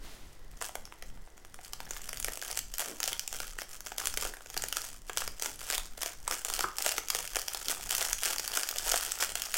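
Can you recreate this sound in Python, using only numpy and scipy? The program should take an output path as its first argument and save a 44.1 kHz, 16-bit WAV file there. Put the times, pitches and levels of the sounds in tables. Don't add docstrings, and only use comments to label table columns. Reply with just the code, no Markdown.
import sys
import numpy as np
from scipy import signal
from scipy.fft import rfft, irfft, next_fast_len
from scipy.io import wavfile
from scipy.ndimage import uniform_filter1d, map_coordinates

SR = 44100
rng = np.random.default_rng(int(sys.argv[2]) if len(sys.argv) > 2 else 0)


def master(y):
    cut = np.clip(np.atleast_2d(y).T, -1, 1)
    pcm = np.round(cut * 32767)
    wavfile.write(sys.argv[1], SR, pcm.astype(np.int16))


N = 422037

# (f/Hz, level/dB)
HUSH_SPECTRUM = [(4, -2), (12, -4), (40, -16), (110, -29), (300, -34), (1000, -42), (1750, -45),
                 (2000, -39), (2250, -51.5), (5000, -51), (16000, -61)]
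# (t/s, level/dB)
SLEEVE_LEVEL = [(0, -65), (.05, -50), (.25, -58.5), (.5, -74)]
# (grip closed t/s, effort level/dB, held t/s)
SQUEEZES = [(.62, -47, 0.031), (.862, -56, 0.0035), (1.048, -60, 0.022), (1.635, -52, 0.018),
            (1.851, -55, 0.014), (1.931, -51.5, 0.14), (2.135, -51, 0.037), (2.265, -46.5, 0.066),
            (2.423, -45, 0.11), (2.81, -39.5, 0.019), (3.067, -41.5, 0.041), (3.34, -46.5, 0.13),
            (3.61, -47.5, 0.0095), (3.732, -48.5, 0.016), (3.881, -50, 0.012), (4.001, -43.5, 0.065),
            (4.224, -41, 0.018), (4.47, -58, .06), (4.59, -46, 0.02), (4.771, -43, 0.046),
            (4.87, -51, 0.045), (5.175, -42, 0.033), (5.454, -43, 0.0098), (5.6, -50.5, 0.012),
            (5.722, -38.5, 0.019), (6.015, -40.5, 0.013), (6.321, -41, 0.0079), (6.459, -45.5, 0.082),
            (6.585, -40, 0.0067), (6.82, -40, 0.12), (7.163, -39, 0.022), (7.374, -40, 0.007),
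            (7.5, -48.5, 0.14), (7.699, -38.5, 0.016), (7.87, -42.5, 0.03), (7.935, -38, 0.13),
            (8.24, -36, 0.076), (8.549, -36, 0.02), (8.4, -45, 0.05), (8.715, -41.5, 0.053),
            (8.9, -34, 0.054), (9.05, -41.5, 0.018), (9.239, -34.5, 0.0068), (9.361, -45.5, 0.11),
            (9.568, -37.5, 0.0072)]
# (f/Hz, level/dB)
CRACK_SPECTRUM = [(300, -76), (1300, -8), (2200, -9.5), (3250, -4.5), (3870, -12.5), (4350, -8), (5570, -5),
                  (7580, -5), (10800, -9), (16000, -11)]
# (f/Hz, level/dB)
POP_SPECTRUM = [(150, -38), (250, -14), (370, -3.5), (780, 1), (1080, -6.5), (1350, 0.5), (2600, -8.5),
                (4000, -14), (7000, -103)]
# (t/s, f/Hz)
FOLD_BAND = [(2.95, 6830), (3.07, 3160), (3.25, 6750), (5.62, 6500), (5.76, 2560), (5.9, 6500)]
BEATS = 0.4 + 0.77 * np.arange(14)
# (t/s, crack energy level/dB, pop energy level/dB)
SNAPS = [(0.6137, -15.5, -12), (0.6229, -10, -14), (0.6925, -28, -18.5), (0.754, -12.5, -11.5),
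         (0.8538, -19, -36), (0.8752, -42, -30), (0.9234, -31, -20.5), (1.0237, -19.5, -20.5),
         (1.174, -42, -31), (1.2745, -48.5, -29), (1.378, -30.5, -31), (1.449, -27, -27.5),
         (1.543, -22, -26), (1.589, -39, -21.5), (1.7337, -10.5, -21), (1.8034, -17.5, -16.5),
         (1.9083, -9.0, -18), (1.9652, -22, -18.5), (2.091, -10.5, -21), (2.1301, -13.5, -16.5),
         (2.172, -12.5, -33), (2.2002, -8.5, -24.0), (2.2269, -11.5, -34), (2.2454, -3.5, -15.5),
         (2.2829, -14, -9), (2.3733, -13.5, -19), (2.4239, -14, -13), (2.5128, -9.5, -38), (2.574, -4, -18),
         (2.5902, -4.5, -36), (2.7388, -10.5, -28), (2.7828, -6.5, -34.5), (2.795, -6.5, -16.0),
         (2.803, -8, -21), (3.0026, -6.5, -16), (3.0303, -4, -27), (3.0398, -6, -15), (3.0773, -4.5, -13),
         (3.1297, -6, -41), (3.1944, -4.5, -51), (3.277, -7.5, -27), (3.3276, -11, -20), (3.402, -9.5, -12),
         (3.5869, -16, -11), (3.6182, -13.5, -14.5), (3.806, -16.5, -26), (3.8631, -16.0, -20),
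         (3.8694, -15.0, -19), (3.9188, -21, -13.5), (3.9819, -4.5, -18.5), (4.0005, -9.5, -20),
         (4.0567, -5, -40), (4.071, -1, -18), (4.14, -11.5, -17), (4.1733, -3, -11.5), (4.2112, -11.0, -27),
         (4.2245, -9, -14), (4.2507, -11, -11), (4.3373, -23.5, -17), (4.369, -24, -23),
         (4.4071, -33, -24.5), (4.46, -24, -23), (4.5008, -16.5, -27.0), (4.5428, -17.5, -23),
         (4.5664, -13.0, -10.5), (4.5758, -3.5, -28), (4.622, -8.5, -22.5), (4.6379, -7, -10.0),
         (4.6847, -9, -27), (4.7262, -5.0, -19), (4.7689, -3.5, -9.5), (5.0185, -30, -52),
         (5.096, -17, -9.5), (5.173, -2, -12), (5.1814, -6.5, -22.0), (5.2194, -19, -11.5),
         (5.2771, -9, -16), (5.397, -13, -24.0), (5.4227, -4.5, -15), (5.4337, -11.5, -20),
         (5.446, -12, -26), (5.4589, -8, -13.5), (5.6145, -19, -21.5), (5.642, -23, -42),
         (5.7012, -3.5, -12.5), (5.731, -10, -12), (5.7496, -7, -20), (5.7799, -4, -12), (5.978, -22, -23),
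         (6.0319, -6.5, -12.5), (6.0606, -8.5, -13.5), (6.2781, -4, -8.5), (6.3113, -5, -10),
         (6.323, -13, -10.5), (6.4487, -4.5, -34), (6.4665, -21, -29.0), (6.5002, -7.5, -13.5),
         (6.538, -4.5, -26), (6.5916, -5.5, -13), (6.6074, -4, -8.5), (6.7842, -4, -18.5), (6.823, -5, -25),
         (6.8485, -9, -19), (6.8627, 0, -5.0), (6.8693, -14, -27), (6.8907, -4.5, -13),
         (6.921, -6.5, -37.0), (6.981, -4, -6), (7.085, -9.0, -30), (7.1019, 1, -17), (7.1488, -2.5, -9.5),
         (7.2758, -12, -37), (7.3574, -4, -12), (7.3672, -5.5, -6.5), (7.417, -10.5, -44),
         (7.4823, -5.5, -18.5), (7.5344, -10.5, -30), (7.5468, -7.5, -14), (7.684, -2.5, -24),
         (7.6978, -9.5, -14.5), (7.7084, -8, -24), (7.7137, -5, -31), (7.9086, -3.0, -28.5),
         (7.9505, -3.5, -32), (8.0258, -6.5, -33), (8.1304, 0.5, -23), (8.2339, -3, -32),
         (8.2619, -10, -10.5), (8.276, -16, -24.0), (8.383, -5.5, -22.5), (8.3958, -6, -13),
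         (8.4777, -5.5, -25), (8.5732, -5, -4.5), (8.633, -5.0, -11), (8.689, -4.5, -32), (8.7115, -9, -37),
         (8.784, -3, -35), (8.9161, -3, -28), (8.9409, -9, -2), (8.9756, -4.5, -29), (9.1192, -2.5, -37),
         (9.2099, -7, -18.5), (9.2254, -3.5, -6), (9.3547, -4, -15.5), (9.4197, -4.5, -33),
         (9.5416, -1.5, -22.5), (9.5518, -12, -22)]
# (t/s, level/dB, length t/s)
GRIP_SHIFTS = [(2.865, -46, 0.088), (4.25, -50, 0.06), (5.45, -51.5, 0.056), (6.299, -49, 0.042),
               (7.663, -49, 0.076)]
# (t/s, level/dB)
TAPS = [(6.6407, -16)]
# (f/Hz, level/dB, 60 dB decay t/s)
CUP_MODES = [(376.7, -18.5, 0.095), (756, -16.5, 0.037), (1230, -22, 0.34), (1280, -3, 0.038)]
# (delay t/s, level/dB)
TABLE_ECHOES = [(.0042, -19.5)]
# (f/Hz, 60 dB decay t/s)
ROOM_DECAY = [(300, 0.39), (2000, 0.31), (6000, 0.37), (15000, 0.2)]

RISE_DB_PER_S, FALL_DB_PER_S, REST_DB = 192, 140, -68
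BEAT_DB = -39.5
SWAY_TOP_HZ, TOP_HZ = 300, 16000


def amp(db):
    return 10 ** (np.asarray(db) / 20)


def unit(x):
    return x / np.sqrt(np.mean(x ** 2) + 1e-20)


def along(points, hz):
    f, v = np.transpose(points)
    return np.interp(np.log(hz + 1), np.log(f + 1), v)


def wobble(rate):
    knots = rng.standard_normal(int(N * rate / SR) + 4)
    return map_coordinates(knots, [np.arange(N) * rate / SR])


def filtered(x, response):
    m = next_fast_len(N + SR)
    return irfft(rfft(x, m) * response(np.fft.rfftfreq(m, 1 / SR)), m)[:N]


def coloured(x, spectrum):
    gain = amp(along(spectrum, np.fft.rfftfreq(4096, 1 / SR)))
    cep = irfft(np.log(gain + 1e-6))
    cep[1:2048] *= 2
    cep[2049:] = 0
    impulse = irfft(np.exp(rfft(cep)))
    return signal.fftconvolve(x, impulse)[:N]


def coloured_rows(rows, spectrum):
    hz = np.fft.rfftfreq(rows.shape[1], 1 / SR)
    return rfft(rows) * amp(along(spectrum, hz)) * np.sqrt(2 / rows.shape[1])


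def placed(times, shapes):
    starts = np.round(np.asarray(times) * SR).astype(int)
    at = starts[:, None] + np.arange(shapes.shape[1])
    return np.bincount(at.ravel(), shapes.ravel(), N + SR)[:N]


def hush():
    def sway_band(hz):
        return amp(along(HUSH_SPECTRUM, hz)) * (hz < SWAY_TOP_HZ)

    def hiss_band(hz):
        return amp(along(HUSH_SPECTRUM, hz)) * (hz >= SWAY_TOP_HZ)

    sway = filtered(rng.standard_normal(N), sway_band)
    hiss = filtered(rng.standard_normal(N), hiss_band)
    level_db = np.interp(np.arange(N) / SR, [.5, 3], [-45, -48])
    lumps = amp(3.4 * wobble(8.3))
    return amp(level_db) * unit(lumps * sway + hiss)


def sleeve():
    level_db = np.interp(np.arange(N) / SR, *np.transpose(SLEEVE_LEVEL), right=-120)
    cloth = [(200, -2.5), (1500, -9), (5000, -10.0), (16000, -21.0)]  # (f/Hz, level/dB)
    return amp(level_db + 0.61 * wobble(21)) * unit(coloured(rng.standard_normal(N), cloth))


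def effort_db():
    t = np.arange(0, N, 64) / SR
    power = amp(2 * REST_DB)
    for s, db, held in SQUEEZES:
        closing = RISE_DB_PER_S * np.maximum(s - t, 0)
        letting_go = FALL_DB_PER_S * np.maximum(t - s - held, 0)
        power = power + amp(2 * (db - closing - letting_go))
    return np.interp(np.arange(N) / SR, t, 10 * np.log10(power))


def bursts(times, level_db, t60, centre_hz, spectrum):
    t = np.arange(SR // 60) / SR
    length = np.exp(0.26 * rng.standard_normal((len(times), 1)))
    rows = amp(-60 * t / (t60 * length)) * rng.standard_normal((len(times), len(t)))
    rise_s = 0.00035
    rows *= 1 - np.exp(-t / rise_s)
    rows[:, round(rise_s * SR)] += 3

    hz = np.fft.rfftfreq(2 * len(t), 1 / SR)
    c = centre_hz[:, None]
    favoured = 1.18 + 1j * hz * 0.25 * c / (c * c - hz * hz + 1j * hz * 0.17 * c)
    rows = irfft(rfft(rows, 2 * len(t)) * favoured)[:, :len(t)]

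    rows = rows / np.linalg.norm(coloured_rows(rows, spectrum), axis=1, keepdims=True)
    return coloured(placed(times, amp(level_db)[:, None] * rows), spectrum)


def creases(times, crack_db, pop_db, crack_t60):
    fold, panel = rng.standard_normal((len(times), 2)).T
    crack_hz = np.interp(times, *np.transpose(FOLD_BAND)) * np.exp(0.33 * fold)
    pop_hz = 1075 * np.exp(0.41 * panel)
    crack = bursts(times, crack_db, crack_t60, crack_hz, CRACK_SPECTRUM)
    return crack + bursts(times, pop_db, 0.011, pop_hz, POP_SPECTRUM)


def crinkle():
    level_db = effort_db()
    per_second = 300 * amp(.2 * (level_db + 45) + 3 * wobble(30))
    at = np.flatnonzero(rng.random(N) < per_second / SR)
    size_db = level_db[at] + 15.5 + 5.8 * np.minimum(rng.exponential(size=len(at)), 1.7)
    tilt_db = 5 * np.clip(rng.standard_normal(len(at)), -1.2, 2.5)
    small = creases(at / SR, size_db - tilt_db, size_db - 9.5 + tilt_db, 0.0063)

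    bright = unit(coloured(rng.standard_normal(N), CRACK_SPECTRUM))
    dull = unit(coloured(rng.standard_normal(N), POP_SPECTRUM))
    grit = amp(level_db - 13 + 4.7 * wobble(500))
    return small + grit * (bright + 0.12 * dull)


def heart():
    t = np.arange(SR // 3) / SR
    rise_s = .04
    swell = (t / rise_s) * np.exp(1 - t / rise_s)
    thump = np.sin(2 * np.pi * 27 * t * (1 - 0.85 * t)) * swell
    level_db = BEAT_DB + 2.0 * rng.standard_normal((len(BEATS), 1))
    return placed(np.subtract(BEATS, .02), amp(level_db) * thump)


def snaps():
    return creases(*np.transpose(SNAPS), 0.0093)


def thuds():
    s, db, length = np.transpose(GRIP_SHIFTS)
    u = np.arange(SR // 3) / SR / length[:, None]
    swells = placed(s, amp(db)[:, None] * 3 * u * np.exp(1 - 3 * u))
    pad = [(120, -23.0), (330, -5.5), (600, -15.0), (3000, -33)]  # (f/Hz, level/dB)
    return swells * unit(coloured(rng.standard_normal(N), pad))


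def cup():
    t = np.arange(SR // 4) / SR
    ring = np.zeros(len(t))
    for hz, db, t60 in CUP_MODES:
        rough = 1 + 0.76 * unit(uniform_filter1d(rng.standard_normal(len(t)), size=70))
        ring += amp(db - 60 * t / t60) * rough * np.sin(2 * np.pi * hz * t)
    onset = 1 - np.exp(-t / 0.00072)
    s, db = np.transpose(TAPS)
    return placed(s, amp(db)[:, None] * ring * onset)


def room(x):
    near = x.copy()
    for s, db in TABLE_ECHOES:
        near += amp(db) * np.pad(x, (round(s * SR), 0))[:N]
    step, wet = SR // 3, np.zeros(N + 2 * SR)
    for at in range(0, N, step):
        hz, t, z = signal.stft(rng.standard_normal(SR // 2), SR, nperseg=256)
        decay = amp(-60 * t / along(ROOM_DECAY, hz)[:, None])
        tail = signal.istft(z * decay, SR, nperseg=256)[1]
        part = signal.fftconvolve(x[at:at + step], tail / np.linalg.norm(tail))
        wet[at + SR // 200:][:len(part)] += part
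    return near + amp(-9.5) * wet[:N]


def scene():
    in_room = snaps() + crinkle() + thuds() + cup()
    return (room(in_room) + sleeve() + heart() + hush())[None]


def record(dry):
    return filtered(dry[0], lambda hz: hz < TOP_HZ)[None]


dry = scene()
out = record(dry)
master(out)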